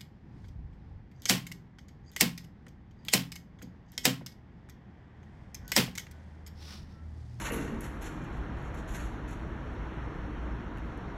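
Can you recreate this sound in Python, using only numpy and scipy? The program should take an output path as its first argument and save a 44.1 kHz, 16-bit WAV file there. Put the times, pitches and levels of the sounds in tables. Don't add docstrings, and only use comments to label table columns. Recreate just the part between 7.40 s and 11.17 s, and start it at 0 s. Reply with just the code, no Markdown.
import sys
import numpy as np
from scipy import signal
from scipy.fft import rfft, irfft
from scipy.io import wavfile
from scipy.ndimage import uniform_filter1d

SR = 44100
rng = np.random.default_rng(int(sys.argv[2]) if len(sys.argv) > 2 else 0)


def volts_from_db(level):
    exponent = np.asarray(level, float) / 20
    return 10 ** exponent


def dump(signal):
    limited = np.clip(np.atleast_2d(signal).T, -1, 1)
    pcm = np.round(limited * 32767).astype(np.int16)
    wavfile.write(sys.argv[1], SR, pcm)


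N = 166257
t = np.arange(N) / SR
f = np.maximum(np.fft.rfftfreq(N, 1 / SR), 1)

# start in seconds, level in dB.
RATTLE_HITS = [(.016, -42.5), (.039, -46), (.053, -40.5), (.066, -46), (.08, -41), (.102, -38.5),
               (.121, -46), (.136, -43), (.155, -53), (.18, -46), (.219, -48), (.276, -49), (.345, -53),
               (.413, -56), (1.36, -61), (1.55, -66), (1.6, -63)]
# frequency in Hz, level in dB, T60 in seconds.
ARM_MODES = [(710, -4, .05), (930, -2, .06), (1160, -1, .05), (1350, -4, .04), (1530, 0, .05),
             (1880, -1, .05), (1990, -3, .05), (2180, -2, .06), (2340, -5, .05), (2690, -6, .05),
             (2830, -8, .05), (3430, -11, .03), (3900, -13, .03), (4430, -15, .03)]
# start in seconds, level in dB.
CLUNK_HITS = [(.108, -36), (.122, -39), (.143, -40), (.163, -40), (.185, -40), (.205, -40.5), (.225, -41),
              (.248, -41), (.28, -43), (.32, -43), (.36, -46), (.4, -47)]
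# frequency in Hz, level in dB, T60 in seconds.
HOUSING_MODES = [(228, -4, .25), (268, -6, .22), (299, -3, .23), (345, -2, .2), (404, -3, .2),
                 (452, -5, .2), (500, -11, .2)]
# start in seconds, level in dB, extra brightness in dB.
PAWL_TICKS = [(.1207, -48, 14.5), (0.143, -49, 14), (.407, -50, 15), (.6185, -57, 6), (.625, -55.5, 13),
              (.8405, -69, 12), (.906, -76, 9), (.969, -71, 12), (1.186, -74, 12), (1.223, -72, 13),
              (1.347, -62, 9), (1.491, -57, -2), (1.52, -60, 8), (1.542, -61, 15), (1.565, -55, 10),
              (1.885, -61, 2), (1.909, -57, 5)]
# start in seconds, length in seconds, level in dB, extra brightness in dB.
SCRAPE_STROKES = [(-.01, 0.078, -44, -0.5), (0.041, 0.049, -43, -8), (.1, 0.02, -57, 9),
                  (0.128, 0.035, -46.5, 5), (0.164, 0.12, -52.5, -11), (0.407, 0.06, -53, -0.5),
                  (0.608, 0.076, -49.5, -5.5), (0.816, 0.042, -62.5, -15), (0.922, 0.063, -64.5, -9),
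                  (1.153, 0.13, -68, -8), (1.338, 0.059, -55.5, -7.5), (1.47, 0.095, -56, -4),
                  (1.531, 0.13, -51.5, -5.5), (1.875, 0.061, -55.5, -6)]
# frequency in Hz, density in dB per Hz.
SCRAPE_SPECTRUM = [(700, 0.5), (1600, 7), (3000, -1), (5000, -9), (6800, 0.5), (8600, -10.5), (11000, -2.5),
                   (13000, -10.5)]
# time in seconds, level in dB.
WHINE_LEVEL = [
    (.35, -90),
    (.45, -74),
    (.64, -73),
    (.68, -67),
    (.9, -66),
    (.94, -73),
    (1.19, -72),
    (1.27, -67),
    (1.36, -90),
]
# start in seconds, level in dB, extra brightness in dB.
LATCH_CLICKS = [
    (3.374, -53, 0),
    (3.3835, -52.5, -2),
    (3.393, -61, -10),
    (3.5755, -56.5, 3),
    (3.58, -63, 2),
]
# frequency in Hz, level in dB, T60 in seconds.
LATCH_MODES = [(2750, 3, .016), (3080, 3, .014)]
# frequency in Hz, density in dB per Hz.
HALL_SPECTRUM = [(20, -12), (45, 0), (64, -3), (82, -8.5), (120, -6.5), (300, -13), (580, -22),
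                 (1300, -22.5),
                 (1850, -26.5), (2250, -33.5), (3200, -39), (4500, -48.5), (6000, -50), (8500, -64),
                 (11500, -62.5), (12800, -71)]
# frequency in Hz, width in Hz, level in dB.
HUM_LINES = [(58.6, 5.2, -46.5), (304.3, 5.5, -55.5), (323, 1.1, -59), (647, 3.6, -66), (944, 55, -60.5),
             (2140, 8.5, -74)]
# centre in Hz, width in Hz, depth in dB, wander in Hz.
NOTCHES = [(4890, 400, -30, 55), (9060, 640, -28, 110), (13220, 700, -28, 90)]
# frequency in Hz, threshold in dB.
DROPOUT_THRESHOLD = [(600, -24.5), (1400, -20), (2200, -10), (3800, -3), (6000, -3), (8000, 4), (10000, 0),
                     (13000, 3)]
# start in seconds, end in seconds, low Hz, high Hz, depth in dB.
DULL_MOMENT = (.101, .12, 3100, 10200, -7)


def level(x, db=0):
    return x * volts_from_db(db) / np.sqrt(np.mean(x ** 2))


def shape(x, gain):
    return irfft(rfft(x) * gain, N)


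def coloured_noise(gain):
    return shape(rng.standard_normal(N), gain)


def curve(points):
    hz, db = np.array(points, float).T
    return np.interp(np.log(f), np.log(hz), db) - 12 * np.clip(np.log2(hz[0] / f), 0, 9)


def walk(rate_hz):
    return level(coloured_noise(1 / (1 + (f / rate_hz) ** 2)))


def ring(hits, modes, chatter_s, scatter_db):
    detune = 0.015
    out = np.zeros(N + SR)
    chance = rng.standard_normal((len(hits), len(modes), 2))
    u = t[:SR // 4]
    bursts = rng.standard_normal((len(hits), len(u))) * np.exp(-u / chatter_s)
    for hit, draws, burst in zip(hits, chance, bursts):
        body = 0
        for (hz, db, t60), (strength, offset) in zip(modes, draws):
            decay = volts_from_db(db + scatter_db * strength - 60 * u / t60)
            body = body + decay * np.sin(2 * np.pi * hz * (1 + detune * offset) * u)
        sound = signal.fftconvolve(body, burst) / np.sqrt(np.sum(burst ** 2))
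        start = int(hit[0] * SR)
        out[start:start + len(sound)] += volts_from_db(hit[1]) * sound
    return out[:N]


def contact_noise(envelopes, rows):
    noise = level(coloured_noise(volts_from_db(curve(SCRAPE_SPECTRUM) + 1.5 * (f > 13300))))
    high = shape(noise, 1 / (1 + (8800 / f) ** 12))
    low = noise - high
    return sum(env * (low + volts_from_db(row[-1]) * high) for env, row in zip(envelopes, rows))


def lock_rattle():
    return ring(RATTLE_HITS, ARM_MODES, chatter_s=0.01, scatter_db=2)


def housing_clunk():
    return ring(CLUNK_HITS, HOUSING_MODES, chatter_s=0.012, scatter_db=2)


def ticks(rows, t60):
    envelopes = [(t >= s) * volts_from_db(db - 60 * np.clip(t - s, 0, 1) / t60) for s, db, _ in rows]
    return contact_noise(envelopes, rows)


def scrapes():
    attack, release_s = 0.11, 0.012
    envelopes = []
    for start, length, db, _ in SCRAPE_STROKES:
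        rise = np.clip((t - start) / (attack * length), 0, 1)
        release = np.exp(-np.clip(t - start - length, 0, None) / release_s)
        envelopes.append(volts_from_db(db) * rise * release)
    grit_db = -1 * walk(150) + 2 * walk(33)
    return contact_noise(envelopes, SCRAPE_STROKES) * volts_from_db(grit_db)


def bearing_whine():
    db = np.interp(t, *np.array(WHINE_LEVEL, float).T) + 2.5 * walk(9)
    hz = 2413 * (1 + 0.0008 * walk(5))
    return np.sqrt(2) * volts_from_db(db) * np.sin(2 * np.pi * np.cumsum(hz) / SR)


def close_latch():
    snap = ticks(LATCH_CLICKS, t60=0.011)
    return snap + ring(LATCH_CLICKS[:3], LATCH_MODES, chatter_s=1 / 2000, scatter_db=1)


def room(x):
    t60_s, treble_t60_s, room_db = 1, 0.47, -6
    noise = rng.standard_normal(N) * np.clip(t / 0.0063, 0, 1)
    low = shape(noise, 1 / (1 + (f / 4000) ** 2))
    tail = low * volts_from_db(-60 * t / t60_s) + (noise - low) * volts_from_db(-60 * t / treble_t60_s)
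    tail = tail[:SR]
    tail = tail * volts_from_db(room_db) / np.sqrt(np.sum(tail ** 2))
    return signal.fftconvolve(x, tail)[:N]


def hall():
    hall_db, swell_db, flicker_db = -38.5, 0.5, 0.9
    top_db = 3 * (f > 13750) - 8 * ((f > 12400) & (f < 13750))
    colour = volts_from_db(curve(HALL_SPECTRUM) + top_db)
    swell = walk(0.61)
    air = 0
    for octave in np.arange(0, 10.5, .5):
        band = np.cos(np.pi / 2 * np.clip(2 * (np.log2(f / 16) - octave), -1, 1))
        air = air + coloured_noise(colour * band) * volts_from_db(swell_db * swell + flicker_db * walk(19))
    lines = sum(level(coloured_noise(1 / (1 + (2 * (f - hz) / width) ** 2)), db)
                for hz, width, db in HUM_LINES)
    return level(air, hall_db) + lines


def patchy_treble(x):
    frame, grid = 1024, 784
    notch_hold, notch_scatter_db = 3, 6
    threshold_scatter_db, sharp_db = 5, -14

    n, k = np.arange(2 * frame), np.arange(frame)
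    cell_hz = (k + .5) * SR / 2 / frame
    window = np.sin(np.pi * (n + .5) / (2 * frame))
    basis = window[:, None] * np.cos(np.pi / frame * np.outer(n + .5 + frame / 2, k + .5))
    lead = 2 * frame - grid
    hops = np.pad(x, (lead, 2 * frame + (-lead - N) % frame), mode="reflect").reshape(-1, frame)
    cells = np.hstack([hops[:-1], hops[1:]]) @ basis

    def held(count):
        return np.repeat(rng.standard_normal((len(cells), count)), notch_hold, axis=0)[:len(cells)]

    for hz, width, depth, wander in NOTCHES:
        move, deepen = held(2).T[:, :, None]
        dip = np.exp(-(2 * (cell_hz - hz - wander * move) / width) ** 2)
        cells *= volts_from_db((depth + notch_scatter_db * deepen) * dip)

    local = np.sqrt(np.abs(uniform_filter1d(cells ** 2, size=64, axis=1))) + 1e-12
    scatter = threshold_scatter_db * np.repeat(held(frame // 16), 16, axis=1)
    sharp_s = np.array([row[0] for row in [*PAWL_TICKS, *LATCH_CLICKS] if row[1] > -65])
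    sharp = ((sharp_s * SR + lead) // frame).astype(int)
    scatter[np.r_[sharp - 1, sharp]] += sharp_db
    step = local * volts_from_db(np.interp(cell_hz, f, curve(DROPOUT_THRESHOLD)) + scatter)
    back = (cells * (np.abs(cells) > step / 2)) @ basis.T * 2 / frame
    return (back[1:, :frame] + back[:-1, frame:]).ravel()[lead - frame:][:N]


def scene():
    turnstile = lock_rattle() + housing_clunk() + ticks(PAWL_TICKS, t60=0.045)
    near = turnstile + scrapes()
    return (near + room(near) + bearing_whine() + close_latch() + hall())[None]


def top_cut(x):
    return signal.sosfilt(signal.butter(12, 14300, fs=SR, output="sos"), x)


def record(dry):
    x = patchy_treble(shape(dry[0], 1 / (1 + (f / 14130) ** 200)))
    start, end, low, high, db = DULL_MOMENT
    moment = uniform_filter1d(1. * ((t > start) & (t < end)), size=90)
    mid_treble = shape(x, (f > low) & (f < high))
    mix = x - (1 - volts_from_db(db)) * moment * mid_treble
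    return top_cut(mix[None])


dry = scene()
out = record(dry)
dump(out)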